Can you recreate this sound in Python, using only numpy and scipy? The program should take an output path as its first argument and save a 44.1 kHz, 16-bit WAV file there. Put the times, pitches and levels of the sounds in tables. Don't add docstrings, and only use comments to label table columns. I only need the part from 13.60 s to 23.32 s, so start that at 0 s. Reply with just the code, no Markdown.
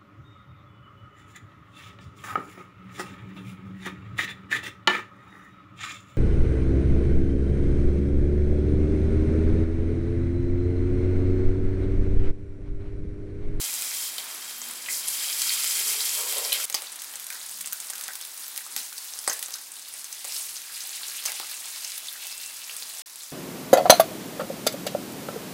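import sys
import numpy as np
from scipy import signal
from scipy.fft import rfft, irfft, next_fast_len
from scipy.io import wavfile
from scipy.ndimage import uniform_filter1d

SR = 44100
rng = np.random.default_rng(int(sys.argv[2]) if len(sys.argv) > 2 else 0)


def to_linear_factor(level_db):
    exponent = np.asarray(level_db, float) / 20
    return 10 ** exponent


def unload_wav(signal):
    wavfile.write(
        sys.argv[1],
        SR,
        np.round(np.clip(np.atleast_2d(signal).T, -1, 1) * 32767).astype(np.int16),
    )


N = 428652

# [start/s, end/s]
SHOTS = [
    (0, 3.0552),
    (3.0552, 9.4202),
    (9.4592, 9.72),
]
# [t/s, peak level/dB, bubble f/Hz, top octave re peak/dB, knock re peak/dB]
SPITS = [(0.582, -1.5, 4000, -12, -41), (1.0169, -9.5, 6700, -25, -33), (2.7247, -6, 10420, -6, -32),
         (2.921, 5.5, 3420, -22, -37), (2.9287, -2, 3500, -2.5, -57), (3.0993, -1, 8790, -10, -40),
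         (3.1437, 9, 5700, -6, -29.5), (3.1475, 4, 5240, -29, -43), (3.2207, -8, 8790, -12, -29.5),
         (3.5379, -17, 3100, -11, -30), (4.125, -5, 7160, -15, -47), (4.2996, -7, 8900, -37, -36.5),
         (4.4814, -9, 8100, -4, -42), (4.4854, -19, 1780, -24, -23), (5.1637, 3, 10340, -2, -41),
         (5.6761, -29.5, 8870, -5, 6.5), (5.6766, 17, 9100, -21, -53), (5.697, 10.5, 6360, -18, -31),
         (5.884, -17, 3270, -5, -28), (6.6452, -15, 10340, -2, -29), (6.65, -8, 8200, -24, -32.5),
         (7.6547, -5.5, 2980, -7, -31), (7.7988, -11, 4600, -6, -21.5), (9.2935, -29, 9220, -6, -32)]
BUBBLE_HZ = np.geomspace(800, 16500, 26)


def rms_one(x):
    return x / np.sqrt(np.mean(x ** 2) + 1e-20)


def in_time(rows):
    s, *columns = np.transpose(rows)
    return [np.interp(np.arange(N) / SR, s, c) for c in columns]


def by_view(rows):
    s, *columns = np.transpose(rows)
    row = np.clip(np.searchsorted(s, np.arange(N) / SR, "right") - 1, 0, None)
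    return [c[row] for c in columns]


def at_hz(points, hz):
    f, value = np.transpose(points)
    return np.interp(np.log(hz), np.log(f), value)


def filtered(x, order, hz, kind):
    return signal.sosfilt(signal.butter(order, hz, kind, fs=SR, output="sos"), x)


def drift(rate):
    r = np.exp(-80 * np.pi * rate / SR)
    slow = signal.lfilter([1], [1, -2 * r, r * r], rng.standard_normal(N // 40 + 2002))[2000:]
    return np.interp(np.arange(N) / 40, np.arange(len(slow)), rms_one(slow))


def ring(clicks, hz, t60):
    r, w = to_linear_factor(-60 / (t60 * SR)), 2 * np.pi * hz / SR
    return signal.lfilter([0, np.sin(w)], [1, -2 * r * np.cos(w), r * r], clicks + 1e-18)


def hum(width_hz, hz):
    t60 = 2.2 / width_hz
    rung = ring(ring(rng.standard_normal(N), hz, t60), hz, t60 / 2)
    return rms_one(filtered(rung, 2, .8 * hz, "high"))


def bursts(at, size, pitch_hz, octaves, cycles, colour_db):
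    out = np.zeros(N)
    for k, hz in enumerate(BUBBLE_HZ):
        near = np.exp(-.5 * (np.log2(hz / pitch_hz) / octaves) ** 2)
        clicks = np.bincount(at, size * near * to_linear_factor(colour_db[k]), N)
        out += ring(clicks, hz, cycles / hz) * (-1) ** k
    return out


def crack(at, size):
    return filtered(np.bincount(at, size, N), 2, 2300, "high")


def fry():
    # [t/s, level/dB, wetness as dull fizz re bright/dB]
    heat = [(0, -30.5, -7.5), (0.485, -31.5, -7.5), (0.52, -37, -5.5), (1.24, -38.5, -4.5),
            (1.46, -33.5, -5.5), (1.9, -26.5, -4.5), (2.6, -28, -6), (2.9, -31, -4.5), (3.054, -29.5, -7),
            (3.057, -43.5, -3), (3.6, -39.5, -7), (4.94, -40, -10.5), (5.95, -39.5, -10), (6.03, -42, -8.5),
            (7.05, -39.5, -2.5), (7.3, -36, -2.5), (9.415, -39, -2.5), (9.462, -41, -9)]
    # [t/s, lift/dB, extra wetness/dB, rise/s, fade/s]
    flares = [(0.6, 1.5, 4.5, 0.032, 0.053), (1.31, 9, -12, 0.025, 0.096), (1.473, 5.5, -4, 0.005, 0.069),
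              (2.95, 0.5, 5.5, 0.049, 0.056), (3.16, 5, 5, 0.029, 0.069), (5.0, 0.5, 1, .03, 0.062),
              (5.19, 6.5, 6, 0.034, 0.053), (5.69, 4.5, 7, 0.006, 0.092), (6.68, 4.5, 3.5, 0.042, 0.063),
              (6.76, 7.5, -4.5, 0.098, 0.19), (7.66, 2.5, 1.5, 0.012, 0.11), (9.6, 1.5, -2, 0.075, 0.25)]
    level_db, wet_db = in_time(heat)
    t = np.arange(N) / SR
    for s, lift_db, extra_db, rise_s, fade_s in flares:
        rise = np.clip(1 + (t - s) / rise_s, 0, 1)
        fade = np.exp(-((t - s) / fade_s) ** 2)
        shape = np.where(t < s, rise, fade)
        level_db, wet_db = level_db + lift_db * shape, wet_db + extra_db * shape
    return level_db, level_db + wet_db


def swarm(per_s, clump_db, clump_rate, spread_db, octaves, cycles, colour_db, dull_db):
    at = np.flatnonzero(rng.random(N) < per_s * to_linear_factor(clump_db * drift(clump_rate)) / SR)
    pitch_hz = rng.uniform(BUBBLE_HZ[0], BUBBLE_HZ[-1], len(at))
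    size = to_linear_factor(spread_db * np.minimum(rng.exponential(1, len(at)), 3.1)) * rng.choice([-1, 1], len(at))
    dullness = np.clip(np.log2(5500 / pitch_hz), 0, 1)
    size = size * to_linear_factor(dullness * dull_db[at])
    return rms_one(bursts(at, size, pitch_hz, octaves, cycles, colour_db))


def sizzle(bright_db, dull_db):
    # [f/Hz, level per Hz/dB]
    colour = [(410, -49), (700, -19), (1520, -12), (1670, -10), (2250, -8), (4830, -2), (10400, -4),
              (15500, -11)]
    colour_db = at_hz(colour, BUBBLE_HZ) + 10 * np.log10(BUBBLE_HZ / 5000)
    tilt_db = dull_db - bright_db + 6.0
    fizz = swarm(per_s=20000, clump_db=2.2, clump_rate=14, spread_db=0.38, octaves=0.15, cycles=23.0,
                 colour_db=colour_db, dull_db=tilt_db)
    crackle = swarm(per_s=600, clump_db=3.0, clump_rate=14, spread_db=3.6, octaves=.35, cycles=8.0,
                    colour_db=colour_db, dull_db=tilt_db)
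    return to_linear_factor(bright_db - 5.0) * fizz, to_linear_factor(bright_db - 10.0) * crackle


def needles(bright_db):
    # [from t/s, level above the fizz/dB]
    views = [
        (0, 5),
        (3.055, 11),
        (6.02, 9),
        (6.7, 7),
    ]
    per_s, spread_db = 260, 4.0
    size = to_linear_factor(spread_db * np.minimum(rng.exponential(1, N), 2.5)) * rng.choice([-1, 1], N)
    born = rng.random(N) < per_s * to_linear_factor(5.0 * drift(10)) / SR
    return to_linear_factor(bright_db + by_view(views)[0]) * filtered(size * born + 1e-18, 2, 4500, "high")


def air():
    # [f/Hz, level per Hz/dB]
    colour = [(71, -53), (120, -19.5), (242, -5), (468, -5.5), (950, 3.5), (1850, 4), (3000, 0), (3900, 5)]
    # [from t/s, upper level/dB, lower level/dB, rumble level/dB]
    views = [
        (0, -53, -57.5, -66),
        (3.055, -56, -65, -72),
        (6.02, -59.5, -66, -73.5),
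        (9.44, -59.5, -68.5, -69),
    ]
    upper_db, lower_db, rumble_db = by_view(views)
    hz = np.maximum(np.fft.rfftfreq(N, 1 / SR), 1)
    spectrum = rfft(rng.standard_normal(N)) * to_linear_factor(at_hz(colour, hz)) / (1 + (hz / 4200) ** 12)
    low = 1 / (1 + (hz / 550) ** 4)
    lower = to_linear_factor(lower_db - 3.5) * rms_one(irfft(spectrum * low, N))
    upper = to_linear_factor(upper_db + 5.5) * rms_one(irfft(spectrum * (1 - low), N))
    rumble = rms_one(filtered(rng.standard_normal(N), 2, 130, "low"))
    return to_linear_factor(1.0 * drift(4.7)) * (lower + upper) + to_linear_factor(rumble_db - 13.0) * rumble


def drops():
    # [t/s, peak level/dB, bubble f/Hz]
    snaps = [(0.015, -4, 8800), (1.4858, -22, 10420), (2.142, -14, 10340), (3.4197, -10.5, 8440),
             (3.668, -17, 10510), (3.703, -8, 2020), (3.727, -14, 12320), (3.9073, -23, 9390),
             (4.0093, -9.5, 10510), (4.13, -8, 10340), (4.244, -18, 9470), (4.304, -8, 11280),
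             (4.358, -14, 8790), (4.411, -8, 12580), (4.555, -8, 8610), (4.613, -10, 9040),
             (4.8807, -22, 7840), (4.962, -10, 5510), (4.977, -2.5, 12060), (5.3286, -13, 12230),
             (5.641, -13, 10510), (5.8273, 1, 10900), (7.018, -14, 7300), (7.6394, -14, 6550),
             (7.7196, -5, 11200), (8.377, -19, 12400), (8.381, -14, 12490), (8.535, -16, 9910),
             (9.3493, -28, 7410), (9.4717, -22, 9910)]
    # [t/s, peak level/dB, bubble f/Hz]
    plops = [(1.2606, -14, 3020), (1.6417, -14, 3260), (1.818, 0, 4600), (2.783, 5, 10200),
             (3.126, -7, 7060), (3.32, -12, 9900), (3.5566, -7, 7540), (3.6426, -10, 10080),
             (3.8025, -16, 6890), (3.8946, -14, 7320), (4.0597, -5, 8100), (4.202, -5.5, 8350),
             (4.3345, -10, 6600), (4.381, -10, 10510), (4.5344, -15, 5700), (4.778, -17, 8790),
             (5.59, -11, 5530), (5.7278, -8, 5200), (5.7314, 3, 9130), (5.957, -11, 11020),
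             (6.1189, -16, 8260), (6.2836, -17, 8790), (6.3388, -20, 9040), (6.4437, -8.5, 7300),
             (6.5283, -11, 8960), (6.7224, -7, 5600), (8.2472, -6.5, 5630), (9.1663, -6, 9300),
             (9.3947, -13, 8700), (9.5583, -12, 8560)]
    snap_top_db, plop_top_db, light_knock_db = -9, -14.5, -50
    return (SPITS + [(*row, snap_top_db, light_knock_db) for row in snaps]
            + [(*row, plop_top_db, light_knock_db) for row in plops])


def spits():
    # [f/Hz, level/dB, t60/s]
    pan_modes = [(374, -4.5, 0.0097), (550, -8, 0.021), (752, -2, 0.016), (856, -2.5, 0.012),
                 (1055, 1, 0.011), (1380, 6.5, 0.0025), (1730, 1, 0.0061), (2120, -8.5, 0.015)]
    crack_top = .5
    s, peak_db, pitch_hz, top_db, knock_db = np.transpose(drops())[:, :, None]
    draw = rng.random((4, len(s), 30))
    lag = .0006 + .03 * draw[0] ** 2.2
    fall_db = -12.0 - 1500 * lag - 9.0 * draw[1]
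    lag[:, 0], fall_db[:, 0] = 0, 0
    size = crack_top * np.tanh(to_linear_factor(peak_db + fall_db - 2.0) / crack_top) * np.sign(draw[2] - .5)
    at = np.minimum(((s + lag) * SR).astype(int), N - 1).ravel()
    sharp = np.clip(to_linear_factor(top_db + 6.5), 0, 1)
    own_hz = pitch_hz * 2 ** (0.076 * (draw[3] - .5))
    pop = bursts(at, (size * (1.15 - sharp)).ravel(), own_hz.ravel(), octaves=0.25, cycles=22.0,
                 colour_db=0 * BUBBLE_HZ - 5.5)
    knock = 0
    for k, (hz, level_db, ring_s) in enumerate(pan_modes):
        own_db = rng.normal(0, 1.5, size.shape)
        hit = size * to_linear_factor(knock_db + level_db + 9.5 + own_db)
        knock = knock + ring(np.bincount(at, hit.ravel(), N), hz, ring_s) * (-1) ** k
    return pop + crack(at, (size * sharp * to_linear_factor(6.5)).ravel()) + knock


def beads():
    # [t/s, peak level/dB, f/Hz]
    early = [(0.041, -20.5, 6840), (0.088, -36, 2250), (0.222, -37, 2200), (0.315, -34, 2300),
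             (0.1398, -20.5, 6840), (0.6425, -25, 13576), (0.7473, -23, 11416), (0.9828, -22, 13576),
             (1.0865, -21, 13576), (1.111, -22, 9600), (1.1559, -36, 4800), (1.1788, -35, 4800),
             (1.2853, -30, 2110), (1.323, -25, 9600), (1.331, -25, 13576), (1.3923, -30, 11416),
             (1.4839, -14, 9900), (1.4891, -20, 11416), (1.517, -33, 6788), (1.5714, -19, 13400),
             (1.643, -26, 6900), (1.7116, -23, 9600), (2.0363, -17, 8000), (2.0764, -18, 8140),
             (2.1707, -15.5, 9450), (2.3343, -17, 11416), (2.4068, -19.5, 4830), (2.4539, -13, 11416),
             (2.4943, -18.5, 6850), (2.551, -22, 9600), (2.7536, -18.5, 11416), (2.7835, -22, 9600),
             (2.9289, -8.9, 11000), (2.999, -35.5, 1400), (3.002, -24, 6788), (3.031, -24, 9600),
             (3.043, -16.5, 9600), (3.127, -24, 6740), (3.1446, -26, 11600), (3.1868, -29.1, 13576),
             (3.2985, -33.0, 13576), (3.325, -29, 8072), (3.39, -35, 4036), (3.4444, -24, 11416),
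             (3.5373, -45, 1697), (3.668, -20, 11416), (3.741, -42, 1500), (3.7325, -29, 6788),
             (3.745, -25, 11400), (3.754, -39, 1710), (3.814, -31, 4060), (3.863, -26, 9600),
             (3.8877, -33, 6788), (3.8946, -24.5, 13576), (3.9066, -26, 13500), (3.9128, -24, 9600),
             (3.9216, -31, 8072), (4.0458, -35, 2880), (4.0732, -23, 8200), (4.125, -38, 1430),
             (4.1311, -11, 13500)]
    middle = [(4.2618, -30.2, 11416), (4.2704, -28.2, 8072), (4.2934, -33, 5708), (4.3322, -37, 1600),
              (4.391, -29.9, 13576), (4.399, -32.5, 13576), (4.4045, -31.6, 13576), (4.4264, -29.1, 9600),
              (4.5038, -36, 1750), (4.5347, -23, 13576), (4.5696, -28, 13576), (4.6055, -37, 3380),
              (4.625, -30, 4930), (4.6735, -25, 13576), (4.7312, -37, 13576), (4.7402, -25, 13576),
              (4.7627, -33.6, 13576), (4.776, -28, 9600), (4.7956, -26, 13576), (4.8021, -31, 13576),
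              (4.8151, -30, 13576), (4.8345, -28.4, 9600), (4.8418, -31, 4800), (4.8545, -33.5, 13576),
              (4.881, -19, 13576), (4.9702, -25, 9600), (4.977, -15, 13576), (4.9862, -38, 2000),
              (5.008, -40, 1697), (5.064, -42, 1220), (5.065, -29, 9600), (5.1772, -25, 4770),
              (5.1907, -30, 13576), (5.2176, -33, 13576), (5.3233, -43, 1450), (5.3588, -30, 13576),
              (5.3853, -28.1, 13576), (5.423, -32, 9600), (5.4416, -33, 13576), (5.501, -33, 13576),
              (5.5366, -25.5, 5740), (5.5598, -48, 1210), (5.5892, -21, 9200), (5.6157, -24, 13576),
              (5.713, -30, 1710), (5.924, -32, 5708), (5.952, -42, 1427), (5.952, -32.9, 13576),
              (6.0153, -28, 11416), (6.119, -30, 8000), (6.168, -37, 4036), (6.1879, -37, 6788),
              (6.195, -31, 8072), (6.2234, -36, 6788), (6.2573, -40, 3394), (6.2867, -25, 13576),
              (6.3388, -24.5, 9400), (6.367, -31.1, 8072)]
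    late = [(6.377, -34.2, 11416), (6.389, -29, 9400), (6.4927, -33.9, 13576), (6.5486, -29, 13500),
            (6.593, -31, 8072), (6.7527, -29, 11416), (6.7653, -25, 4770), (6.9083, -31.6, 13576),
            (6.9672, -26, 5708), (7.1797, -36, 8072), (7.1867, -35, 6788), (7.1971, -28.2, 13576),
            (7.219, -28.5, 5960), (7.2725, -20, 13576), (7.2933, -25, 6950), (7.4326, -25.5, 4100),
            (7.483, -27, 6788), (7.49, -30.2, 13576), (7.4985, -29, 6750), (7.6245, -28, 4760),
            (7.6396, -28, 11416), (7.6536, -30, 11416), (7.6651, -25, 8072), (7.6741, -38, 1200),
            (7.695, -26, 6788), (7.8297, -39, 1200), (7.898, -24, 11416), (7.9424, -26, 8072),
            (8.084, -31, 8072), (8.1035, -30, 6788), (8.1613, -31, 4840), (8.277, -26, 8000),
            (8.3796, -18, 11416), (8.5275, -21, 11416), (8.556, -38.7, 1680), (8.726, -29, 4750),
            (8.779, -26, 8072), (8.8155, -25, 13576), (8.861, -24.5, 7850), (8.8988, -29, 9600),
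            (8.9202, -29.9, 13576), (9.0005, -33.0, 13576), (9.0669, -31.7, 13576), (9.096, -28.5, 2730),
            (9.224, -26, 4100), (9.1108, -31, 4500), (9.1592, -31.6, 13576), (9.2929, -23, 13576),
            (9.3502, -25.3, 11416), (9.372, -30.9, 5750), (9.386, -27, 8072), (9.4001, -32, 13576),
            (9.4974, -37, 5708), (9.5313, -33, 11416), (9.608, -35.5, 4036), (9.6206, -32, 6788),
            (9.6346, -29.5, 8100), (9.663, -34, 6788), (9.697, -39, 4000)]
    fall_cycles, glide_per_cycle, lift_db = 5.3, 0.024, 5
    s, peak_db, pitch_hz = np.transpose(early + middle + late)[:, :, None]
    step = np.arange(SR // 50)
    cycles = step / SR * pitch_hz
    height = to_linear_factor(peak_db + lift_db - 3.0 * (pitch_hz > 11000)) * np.exp(-cycles / fall_cycles)
    glide = 0.89 + np.minimum(glide_per_cycle * cycles, .2)
    shape = height * np.sin(2 * np.pi * cycles * glide)
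    return np.bincount(((s * SR).astype(int) + step).ravel(), shape.ravel(), N + SR)[:N]


def ticks():
    # [t/s, peak level/dB]
    lone = [(0.222, -8.5), (1.136, -20), (1.8185, -8.5), (2.044, -6.5), (2.551, -12), (2.849, -27),
            (3.3587, -22.5), (3.422, -21), (3.598, -17), (4.012, -17), (4.074, -17.5), (4.3545, -18),
            (4.438, -18), (4.651, -16), (4.8666, -22), (5.6965, -17), (5.3813, -19), (5.793, -17),
            (5.907, -19), (5.9395, -16), (6.394, -23), (6.526, -21), (6.9673, -28), (5.7314, -11),
            (7.2054, -20), (7.659, -9), (7.915, -16.5), (8.669, -15), (8.7682, -24), (8.864, -29),
            (9.0757, -25)]
    s, peak_db = np.transpose(lone)
    at, draw = (s * SR).astype(int), rng.random((len(s), 2))
    size = to_linear_factor(peak_db) * np.sign(draw[:, 0] - .5)
    rung = bursts(at, size, 5000 * 2 ** (3.9 * draw[:, 1]), octaves=0.35, cycles=140.0,
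                  colour_db=0 * BUBBLE_HZ - 12.0)
    return crack(at, size * to_linear_factor(7.0)) + rung


def thuds():
    s, peak_db, _, _, knock_db = np.transpose(SPITS)
    knocks = np.bincount((s * SR).astype(int), to_linear_factor(peak_db + knock_db - 16.5), N)
    return filtered(ring(knocks, hz=277, t60=0.019), 2, 140, "high")


def drones():
    # [start/s, end/s, f/Hz, width/Hz, level/dB]
    far = [(0.88, 1.21, 236, 17, -59.5), (1.15, 1.4, 102, 14, -70), (2.152, 2.32, 220, 8.8, -59.5),
           (3.86, 4.2, 185, 37, -67), (1.4, 2.8, 117, 30, -75.5), (2.06, 2.59, 425, 71, -57),
           (8.55, 9.47, 125, 16, -78.5), (5.1, 5.3, 250, 38, -65), (6.7, 6.85, 310, 26, -65),
           (3.878, 4.15, 258, 60, -66), (6.1, 7.5, 130, 16, -79), (9.08, 9.283, 460, 8, -64),
           (9.092, 9.4, 229, 16, -73), (9.28, 9.41, 670, 14, -64)]
    t, out = np.arange(N) / SR, np.zeros(N)
    for start, end, hz, width_hz, db in far:
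        swell = np.sin(np.pi * np.clip((t - start) / (end - start), 0, 1))
        out += to_linear_factor(db) * swell * hum(width_hz, hz)
    return out


def pops():
    # [t/s, peak level/dB, f/Hz]
    round_bubbles = [(1.2855, -16, 2130), (1.3044, -27, 2120), (1.3374, -15, 5140), (1.3708, -14, 5670),
                     (1.728, -9, 5630), (1.893, -8.5, 4030), (2.849, -11, 5150), (2.9397, -13, 3680),
                     (5.86, -16, 6800), (8.16, -21, 4400), (3.27, -17, 4500), (4.043, -28, 2850),
                     (4.636, -20, 3900), (5.379, -12, 5000), (8.484, -16.5, 3650), (5.677, -8.5, 4520)]
    s, peak_db, pitch_hz = np.transpose(round_bubbles)[:, :, None]
    draw = rng.random((3, len(s), 8))
    lag = 0.01 * draw[0] ** 2.0
    lag[:, 0] = 0
    size = to_linear_factor(peak_db + 2.5 - 4.9 * (lag > 0) - 1100 * lag) * np.sign(draw[1] - .5)
    own_hz = pitch_hz * 2 ** (0.47 * (draw[2] - .5))
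    at = ((s + lag) * SR).astype(int)
    return bursts(at.ravel(), size.ravel(), own_hz.ravel(), octaves=.16, cycles=14.0,
                  colour_db=0 * BUBBLE_HZ - 3.0)


def shoves():
    # [t/s, low modes level/dB, high modes re low/dB]
    pushes = [
        (2.59, -44, -1.5),
        (2.77, -40, -5),
        (2.9, -54, -8),
    ]
    rise_db_per_s, fade_db_per_s = 302, 49
    s, low_db, high_db = np.transpose(pushes)[:, :, None]
    t = np.arange(N) / SR
    late = t - s
    bite_db = np.minimum(rise_db_per_s * late, -fade_db_per_s * late)
    low = to_linear_factor(low_db + bite_db) * (t < SHOTS[0][1])
    return low.max(axis=0), (low * to_linear_factor(high_db)).max(axis=0)


def plate():
    # [f/Hz, width/Hz, level/dB]
    low_modes = [(420, 35, 5), (491.4, 22, 3), (531, 30, -3), (575, 70, 5), (733, 220, 3)]
    # [f/Hz, width/Hz, level/dB]
    high_modes = [(957, 60, 0), (1040, 40, -3), (1064, 200, 5), (1346, 60, -4)]
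    low_gain, high_gain = shoves()
    grit = to_linear_factor(0.37 * drift(17))
    low = sum(to_linear_factor(db) * hum(width_hz, hz) for hz, width_hz, db in low_modes)
    high = sum(to_linear_factor(db) * hum(width_hz, hz) for hz, width_hz, db in high_modes)
    low = filtered(low, 6, 375, "high")
    low = low / np.sqrt(uniform_filter1d(low ** 2, SR // 30))
    return grit * (low_gain * rms_one(low) + high_gain * rms_one(high))


def whistle():
    # (start/s, end/s, from f/Hz, to f/Hz, level/dB)
    climb = (8.5, 9, 2480, 2748, -48)
    start, end, from_hz, to_hz, db = climb
    t = np.arange(N) / SR
    way = np.clip((t - start) / (end - start), 0, 1)
    hz = from_hz + (to_hz - from_hz) * np.sqrt(way)
    tone = np.sin(np.pi * way) * np.sin(2 * np.pi * np.cumsum(hz) / SR)
    return to_linear_factor(db + 3.0 * drift(40)) * tone * (t < SHOTS[1][1])


def hollow(x, peaks):
    size = next_fast_len(len(x))
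    hz = np.fft.rfftfreq(size, 1 / SR)
    lift_db = sum(db / (1 + (2 * (hz - top_hz) / width_hz) ** 2) for top_hz, width_hz, db in peaks)
    return irfft(rfft(x, size) * to_linear_factor(lift_db + 0.5), size)[:len(x)]


def kitchen_echo():
    # [f/Hz, t60/s]
    decay = [(300, 0.3), (800, 0.21), (2500, 0.23), (6000, 0.08), (14000, 0.1)]
    t = np.arange(SR // 2) / SR
    tail = np.zeros(len(t))
    for hz in 80 * 2. ** np.arange(8):
        band = filtered(rng.standard_normal(len(t)), 2, [hz, min(2 * hz, 20000)], "band")
        tail += band * to_linear_factor(-60 * t / at_hz(decay, np.sqrt(2) * hz))
    tail = tail * np.clip((t - .001) / 0.00011, 0, 1)
    return tail / np.sqrt(np.sum(tail ** 2))


def echoed(x):
    return signal.fftconvolve(x, kitchen_echo())[:len(x)]


def scene():
    # [f/Hz, width/Hz, lift/dB]
    hollows = [
        [(2215, 650, 4.5), (1750, 100, -5.5), (3190, 140, 8.5), (5000, 1600, 2.5), (7640, 1100, 4.5),
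         (9900, 1500, 3), (13360, 2600, 6.5)],
        [(2610, 120, 2), (4000, 520, 1.5), (8200, 3700, 2), (13900, 1900, 3)],
        [(3940, 690, 3)],
    ]
    crackle_levels = [-1.5, 3, 1.5]
    limit = .85
    bright_db, dull_db = fry()
    fizz, crackle = sizzle(bright_db, dull_db)
    spit = limit * np.tanh((spits() + ticks() + pops() + beads()) / limit)
    fizz, crackle, spit = filtered([fizz, crackle, spit], 3, 390, "high")
    around = air() + plate() + drones() + thuds()
    out = np.zeros(N)
    for (start, end), peaks, crackle_db in zip(SHOTS, hollows, crackle_levels):
        part = slice(int(start * SR), int(end * SR))
        crackling = crackle[part] + to_linear_factor(-0.5) * echoed(crackle[part])
        pan = fizz[part] + to_linear_factor(crackle_db) * crackling + to_linear_factor(-7.0) * echoed(spit[part])
        out[part] = around[part] + spit[part] + hollow(pan, peaks)
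    return (out + needles(bright_db) + whistle())[None]


def roll_off(x):
    return signal.sosfilt(signal.butter(12, 16820, fs=SR, output="sos"), x)


def record(dry):
    x = signal.sosfilt(signal.ellip(8, .5, 32, 15850, fs=SR, output="sos"), dry)
    x = signal.sosfilt(signal.ellip(8, .5, 40, 16700, fs=SR, output="sos"), x)
    gap_start, gap_end = int(SHOTS[1][1] * SR), int(SHOTS[2][0] * SR)
    x[:, gap_start:gap_end] = 0
    x[:, gap_end:gap_end + 16] *= np.linspace(0, 1, 16)
    return roll_off(x)


dry = scene()
out = record(dry)
unload_wav(out)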